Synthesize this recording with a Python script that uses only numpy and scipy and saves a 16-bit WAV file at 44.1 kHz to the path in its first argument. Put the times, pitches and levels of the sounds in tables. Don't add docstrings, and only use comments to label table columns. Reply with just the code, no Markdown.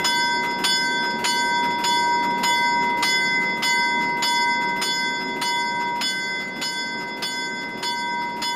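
import sys
import numpy as np
from scipy import signal
from scipy.fft import rfft, irfft
from scipy.io import wavfile
from scipy.ndimage import uniform_filter1d

SR = 44100
rng = np.random.default_rng(int(sys.argv[2]) if len(sys.argv) > 2 else 0)


def generate_wav(signal):
    frames = np.transpose(np.atleast_2d(signal))
    scaled = np.clip(frames, -1, 1) * 32767
    pcm = np.round(scaled).astype(np.int16)
    wavfile.write(sys.argv[1], SR, pcm)


N = 377055

# f/Hz, base level/dB, base T60/s, twin's offset/Hz, twin's relative level/dB
BELL_MODES = [(956, -24, 4.6, 1.3, -17), (1544.3, -27, 2.7, 1.6, -10), (2043.2, -26, 2.8, 3, -18),
              (2980, -34, .42, 12, -14), (3445.5, -31.5, 1.3, 4.5, -9), (3601, -45, .5, 7, -10),
              (4199, -39.5, .42, 5, -10), (4552, -34.5, 1.0, 6, -5), (4876, -46, 1.0, 6, -6),
              (5092, -30.5, 1.3, 10.5, -6), (6080, -43, .8, 6, -6), (6712, -46, .42, 11, -4),
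              (6922, -33.5, 1.0, 7, -6), (6942, -44, .9, 6, -6), (7285, -50, .65, 9, -6),
              (8166, -52, .72, 10, -3), (8517, -53, .68, 9, -3), (8857, -42, .72, 10, -8),
              (10078, -61, .5, 10, -6), (10874, -43.5, .8, 12, -9), (11050, -61, .6, 11, -6),
              (11370, -60, .72, 11, -6), (12269, -62, .64, 12, -6), (12963, -45.5, .55, 13, -8),
              (13420, -65, .4, 13, -6), (13668, -63, .7, 13, -6), (14300, -61, .48, 14, -6),
              (15061, -54.5, .52, 16, -9)]
# f/Hz, level/dB
RING_COLOUR = [(956, 2.9), (1544, 8), (2043, 10), (3446, 11.8), (5100, 11.3), (6900, 8.5), (8900, 11),
               (11000, 9.3)]
AWAY_DB_PER_S = 1.2


def low_partials(swells_db_per_s=(2.5, 3.5, 16.0), note_sag_db_per_s2=48.5, rise_s=0.0079, waver_db=0.97):
    times, blow_db, hum_db, note_db = blows()
    note_hz = BELL_MODES[2][0]
    out = np.zeros(N)
    for mode, lift_db, swell in zip(BELL_MODES, (hum_db, 0, note_db), swells_db_per_s):
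        hz, db, t60, split_hz, twin_db = mode
        levels_db = db + at_hz(RING_COLOUR, hz) + blow_db + lift_db
        sag = note_sag_db_per_s2 * (hz / note_hz) ** 2
        ring = mode_pair(times, levels_db, hz, t60, split_hz, twin_db, rise_s, swell, sag)
        out += ring * from_db(waver_db * drift(9.2))
    return out


def high_partials(sustain=1.225, rise_cycles=41.0, scatter_db=0.7, flutter_db=0.95):
    times, blow_db, _, _ = blows()
    out = np.zeros(N)
    for hz, db, t60, split_hz, twin_db in BELL_MODES[3:]:
        levels_db = db + at_hz(RING_COLOUR, hz) + blow_db
        levels_db += scatter_db * rng.standard_normal(len(times))
        ring = mode_pair(times, levels_db, hz, t60 * sustain, split_hz, twin_db, rise_cycles / hz)
        out += ring * from_db(flutter_db * drift(23.0))
    return out


def mode_pair(times, levels_db, hz, t60, split_hz, twin_db, rise_s, swell=0, sag=0,
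              choke_s=0.0044, beat_spread=0.293, mid_ring_s=0.22, loose_hz=4000):
    out = np.zeros(N)
    chance = rng.standard_normal((len(times), 5))
    echo_gain, doppler = .55 * min(hz / 3500, 1) ** 3, .0011
    for start, end, db, draw in zip(times, [*times[1:], N / SR], levels_db, chance):
        phase, faster, lead, echo_phase, shift = draw
        at = np.arange(max(int(start * SR), 0), min(int((end + 10 * choke_s) * SR), N))
        age = np.maximum(at / SR - start, 0)
        turn = 2 * np.pi * (hz * age + phase)
        beat = 2 * np.pi * split_hz * (1 + beat_spread * faster) * age + np.pi + lead * hz / loose_hz
        echo_beat = 2 * np.pi * (echo_phase - hz * doppler * (1 + shift / 2) * age)
        twins = np.sin(turn) + from_db(twin_db) * np.sin(turn + beat)
        echo = echo_gain * np.sin(turn + echo_beat)
        onset = 1 - np.exp(-age / rise_s)
        fade = np.exp(-np.log(1000) * age / t60 - np.maximum(at / SR - end, 0) / choke_s)
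        arch_db = swell * (age - mid_ring_s) - sag * (age - mid_ring_s) ** 2
        out[at] += from_db(db + arch_db) * onset * fade * (twins + echo)
    return np.sqrt(2) * out


def blows():
    # t/s, force level/dB, lift of the hum/dB, lift of the strike note/dB
    strikes = [(0.042, -1.5, 2, -1.5), (0.638, 1, -2.5, -4.5), (1.24, 0, 3, -2), (1.837, -2.5, 8, -1),
               (2.431, -1.5, 8, 3.5), (3.024, 2, -2, 5.5), (3.622, 0.5, 4.5, 5.5), (4.222, 1.5, 5, 3),
               (4.814, 1.5, -1, 0.0), (5.413, -0.5, 6, 2.0), (6.009, 1.5, -8, 0), (6.613, 0, -3, -1.0),
               (7.221, 0.0, -3, -0.5), (7.825, -1, 6.5, 1), (8.417, 0, 7.5, 1)]
    period = np.mean(np.diff(np.array(strikes)[:, 0]))
    earlier_blow = (strikes[0][0] - period, 0, 0, 0)
    times, force_db, hum_db, note_db = np.transpose([earlier_blow, *strikes])
    return times, force_db - AWAY_DB_PER_S * times, hum_db, note_db


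def ringer(clank_db=-17.5, clack_db=-30.0, puff_db=-31.5, vent_db=-35.0, squeak_db=-51.0):
    # f/Hz, relative density level/dB
    clank_spectrum = [(100, -28), (300, -28), (700, 9), (1100, 15), (2000, 11.5), (3300, 11.5), (5000, 9.5),
                      (7000, -8.5), (9500, -12.5), (15000, -29)]
    clack_spectrum = [(100, -25), (500, -8), (1300, 3), (2500, -6.5), (5000, -12.5), (9000, -22),
                      (9900, -20), (11000, -38), (12000, -15), (12800, -26), (15000, -27)]
    puff_spectrum = [(100, -32), (800, 8), (2300, 0), (2700, 1.5), (3200, -6), (5000, -10), (9000, -14.5),
                     (13500, -12), (15500, -17)]
    vent_spectrum = [(100, -25), (1500, 9), (5000, -3), (9000, -8), (10800, -7), (12500, -11), (15500, -25)]
    squeak_spectrum = [(1900, -45), (2550, -17), (2800, 8), (3700, -40)]
    times, blow_db, _, _ = blows()
    fall_db, drive_db, valve_db = rng.normal(0, 1, (len(times), 3)).T - AWAY_DB_PER_S * times
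    clank = bursts(clank_spectrum, times, clank_db + blow_db, rise=0.002, hold=0.014, t60=0.11)
    clack = bursts(clack_spectrum, times + 0.384, clack_db + fall_db, rise=0.0075, hold=0.031, t60=0.13)
    puff = bursts(puff_spectrum, times - 0.056, puff_db + drive_db, rise=0.0043, hold=0.011, t60=0.31)
    vent = bursts(vent_spectrum, times + 0.461, vent_db + valve_db, rise=0.0065, hold=0.0087, t60=0.12)
    squeak = bursts(squeak_spectrum, times - 0.061, squeak_db + drive_db,
                    rise=0.0088, hold=0.019, t60=0.16)
    return clank + clack + puff + vent + squeak


def engine(firing_hz=74.64, cylinders=16, uneven=0.57, turbulence=0.076, throb=0.059, muffler_hz=900,
           exhaust_db=-1.26, rumble_db=1.05):
    loudness = [(0, -33), (3, -32), (6.5, -37), (8.55, -38.5)]
    resonances = [(76.4, 10, -31), (136, 33, -9.5), (162, 25, -4.5), (189.5, 0.84, 3.5), (228.7, 5.3, 3.5),
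                  (256.3, 1.4, 5.5), (292, 19, 1.5), (499, 16, -5.5), (578, 5.1, -6)]
    rumble_spectrum = [(25, -18.5), (55, -41), (100, -47), (150, -6), (210, -1), (300, -2), (420, -4),
                       (650, -9), (1000, -12), (2000, -25), (4000, -31.5), (7000, -42.5), (11000, -68),
                       (15500, -54)]
    level_db, = in_time(loudness)
    firings = np.cumsum(firing_hz * (1 + 0.00215 * drift(0.83))) / SR
    strengths = 1 + uneven * rng.standard_normal(cylinders)
    fires = np.diff(np.floor(firings), prepend=0) > 0
    pulses = fires * strengths[firings.astype(int) % cylinders]
    pulsation = 1 + throb * np.cos(2 * np.pi * firings)
    muffler = signal.butter(4, muffler_hz, fs=SR, output="sos")
    gas = signal.sosfilt(muffler, pulses + turbulence * pulsation * rng.standard_normal(N))
    exhaust = sum(from_db(db) * rms_one(resonate(gas, hz, width)) for hz, width, db in resonances)
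    exhaust /= np.sqrt(uniform_filter1d(exhaust ** 2, size=SR // 3) + 1e-12)
    rumble = pulsation * noise(rumble_spectrum)
    return from_db(level_db) * (from_db(exhaust_db) * exhaust + from_db(rumble_db) * rumble)


def blower(wobble=0.0044, waver_db=1.5):
    whine = [(0, 367.3, -38), (2.5, 377, -39), (5.3, 381.1, -39), (6.5, 376.7, -45), (8.55, 374.3, -45)]
    hz, db = in_time(whine)
    turn = 2 * np.pi * np.cumsum(hz * (1 + wobble * drift(7.1))) / SR
    return np.sqrt(2) * from_db(db + waver_db * drift(5)) * np.sin(turn)


def yard(x, first_echo_s=0.022, t60=0.38, wall_hz=6000):
    age = np.arange(SR) / SR
    echoes = rng.standard_normal(SR) * (age > first_echo_s) * np.exp(-np.log(1000) * age / t60)
    walls = signal.butter(1, wall_hz, fs=SR, output="sos")
    response = signal.sosfilt(walls, echoes / np.linalg.norm(echoes))
    return signal.fftconvolve(x, response)[:N]


def gain_control(x, threshold_db=-39.0, squeeze=.27, release_db_per_s=11.0, attack_s=.008, sense_hz=2500):
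    bright = signal.sosfilt(signal.butter(2, sense_hz, "high", fs=SR, output="sos"), x)
    power = signal.lfilter([1 / 256], [1, 1 / 256 - 1], bright ** 2)
    excess_db = np.maximum(10 * np.log10(power + 1e-12) - threshold_db, 0)
    recovery_db = release_db_per_s * np.arange(N) / SR
    cut_db = np.maximum.accumulate(squeeze * excess_db + recovery_db, axis=-1) - recovery_db
    pole = np.exp(-1 / (attack_s * SR))
    return x * from_db(-signal.lfilter([1 - pole], [1, -pole], cut_db))


def bursts(spectrum, times, levels_db, rise, hold, t60):
    envelope = np.zeros(N)
    for start, db in zip(times, levels_db):
        at = np.arange(max(int(start * SR), 0), min(int((start + .5) * SR), N))
        age = np.maximum(at / SR - start, 0)
        decay_db = 60 * np.maximum(age - hold, 0) / t60
        envelope[at] += from_db(db - decay_db) * (1 - np.exp(-age / rise))
    return noise(spectrum) * envelope


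def noise(spectrum):
    hz = np.maximum(np.fft.rfftfreq(N, 1 / SR), 1)
    return rms_one(irfft(rfft(rng.standard_normal(N)) * from_db(at_hz(spectrum, hz)), N))


def resonate(x, hz, width_hz):
    r = np.exp(-np.pi * width_hz / SR)
    return signal.lfilter([1, 0, -1], [1, -2 * r * np.cos(2 * np.pi * hz / SR), r * r], x)


def drift(rate_hz, hop=40, settle=2000):
    r = np.exp(-2 * np.pi * rate_hz * hop / SR)
    white = rng.standard_normal(N // hop + settle + 2)
    slow = signal.lfilter([1], [1, -2 * r, r * r], white)[settle:]
    return np.interp(np.arange(N) / hop, np.arange(len(slow)), rms_one(slow))


def at_hz(spectrum, hz):
    known_hz, db = np.transpose(spectrum)
    return np.interp(np.log(hz), np.log(known_hz), db)


def in_time(rows):
    times, *columns = np.transpose(rows)
    return [np.interp(np.arange(N) / SR, times, column) for column in columns]


def from_db(db):
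    return 10 ** (np.asarray(db) / 20)


def rms_one(x):
    return x / np.sqrt(np.mean(x ** 2) + 1e-20)


def scene(yard_db=-11.5):
    ringing = low_partials() + high_partials() + ringer()
    return (ringing + from_db(yard_db) * yard(ringing) + engine() + blower())[None]


def record(dry, cutoff_hz=15500):
    low_pass = signal.ellip(10, .1, 80, cutoff_hz, fs=SR, output="sos")
    return signal.sosfilt(low_pass, gain_control(dry))


dry = scene()
out = record(dry)
generate_wav(out)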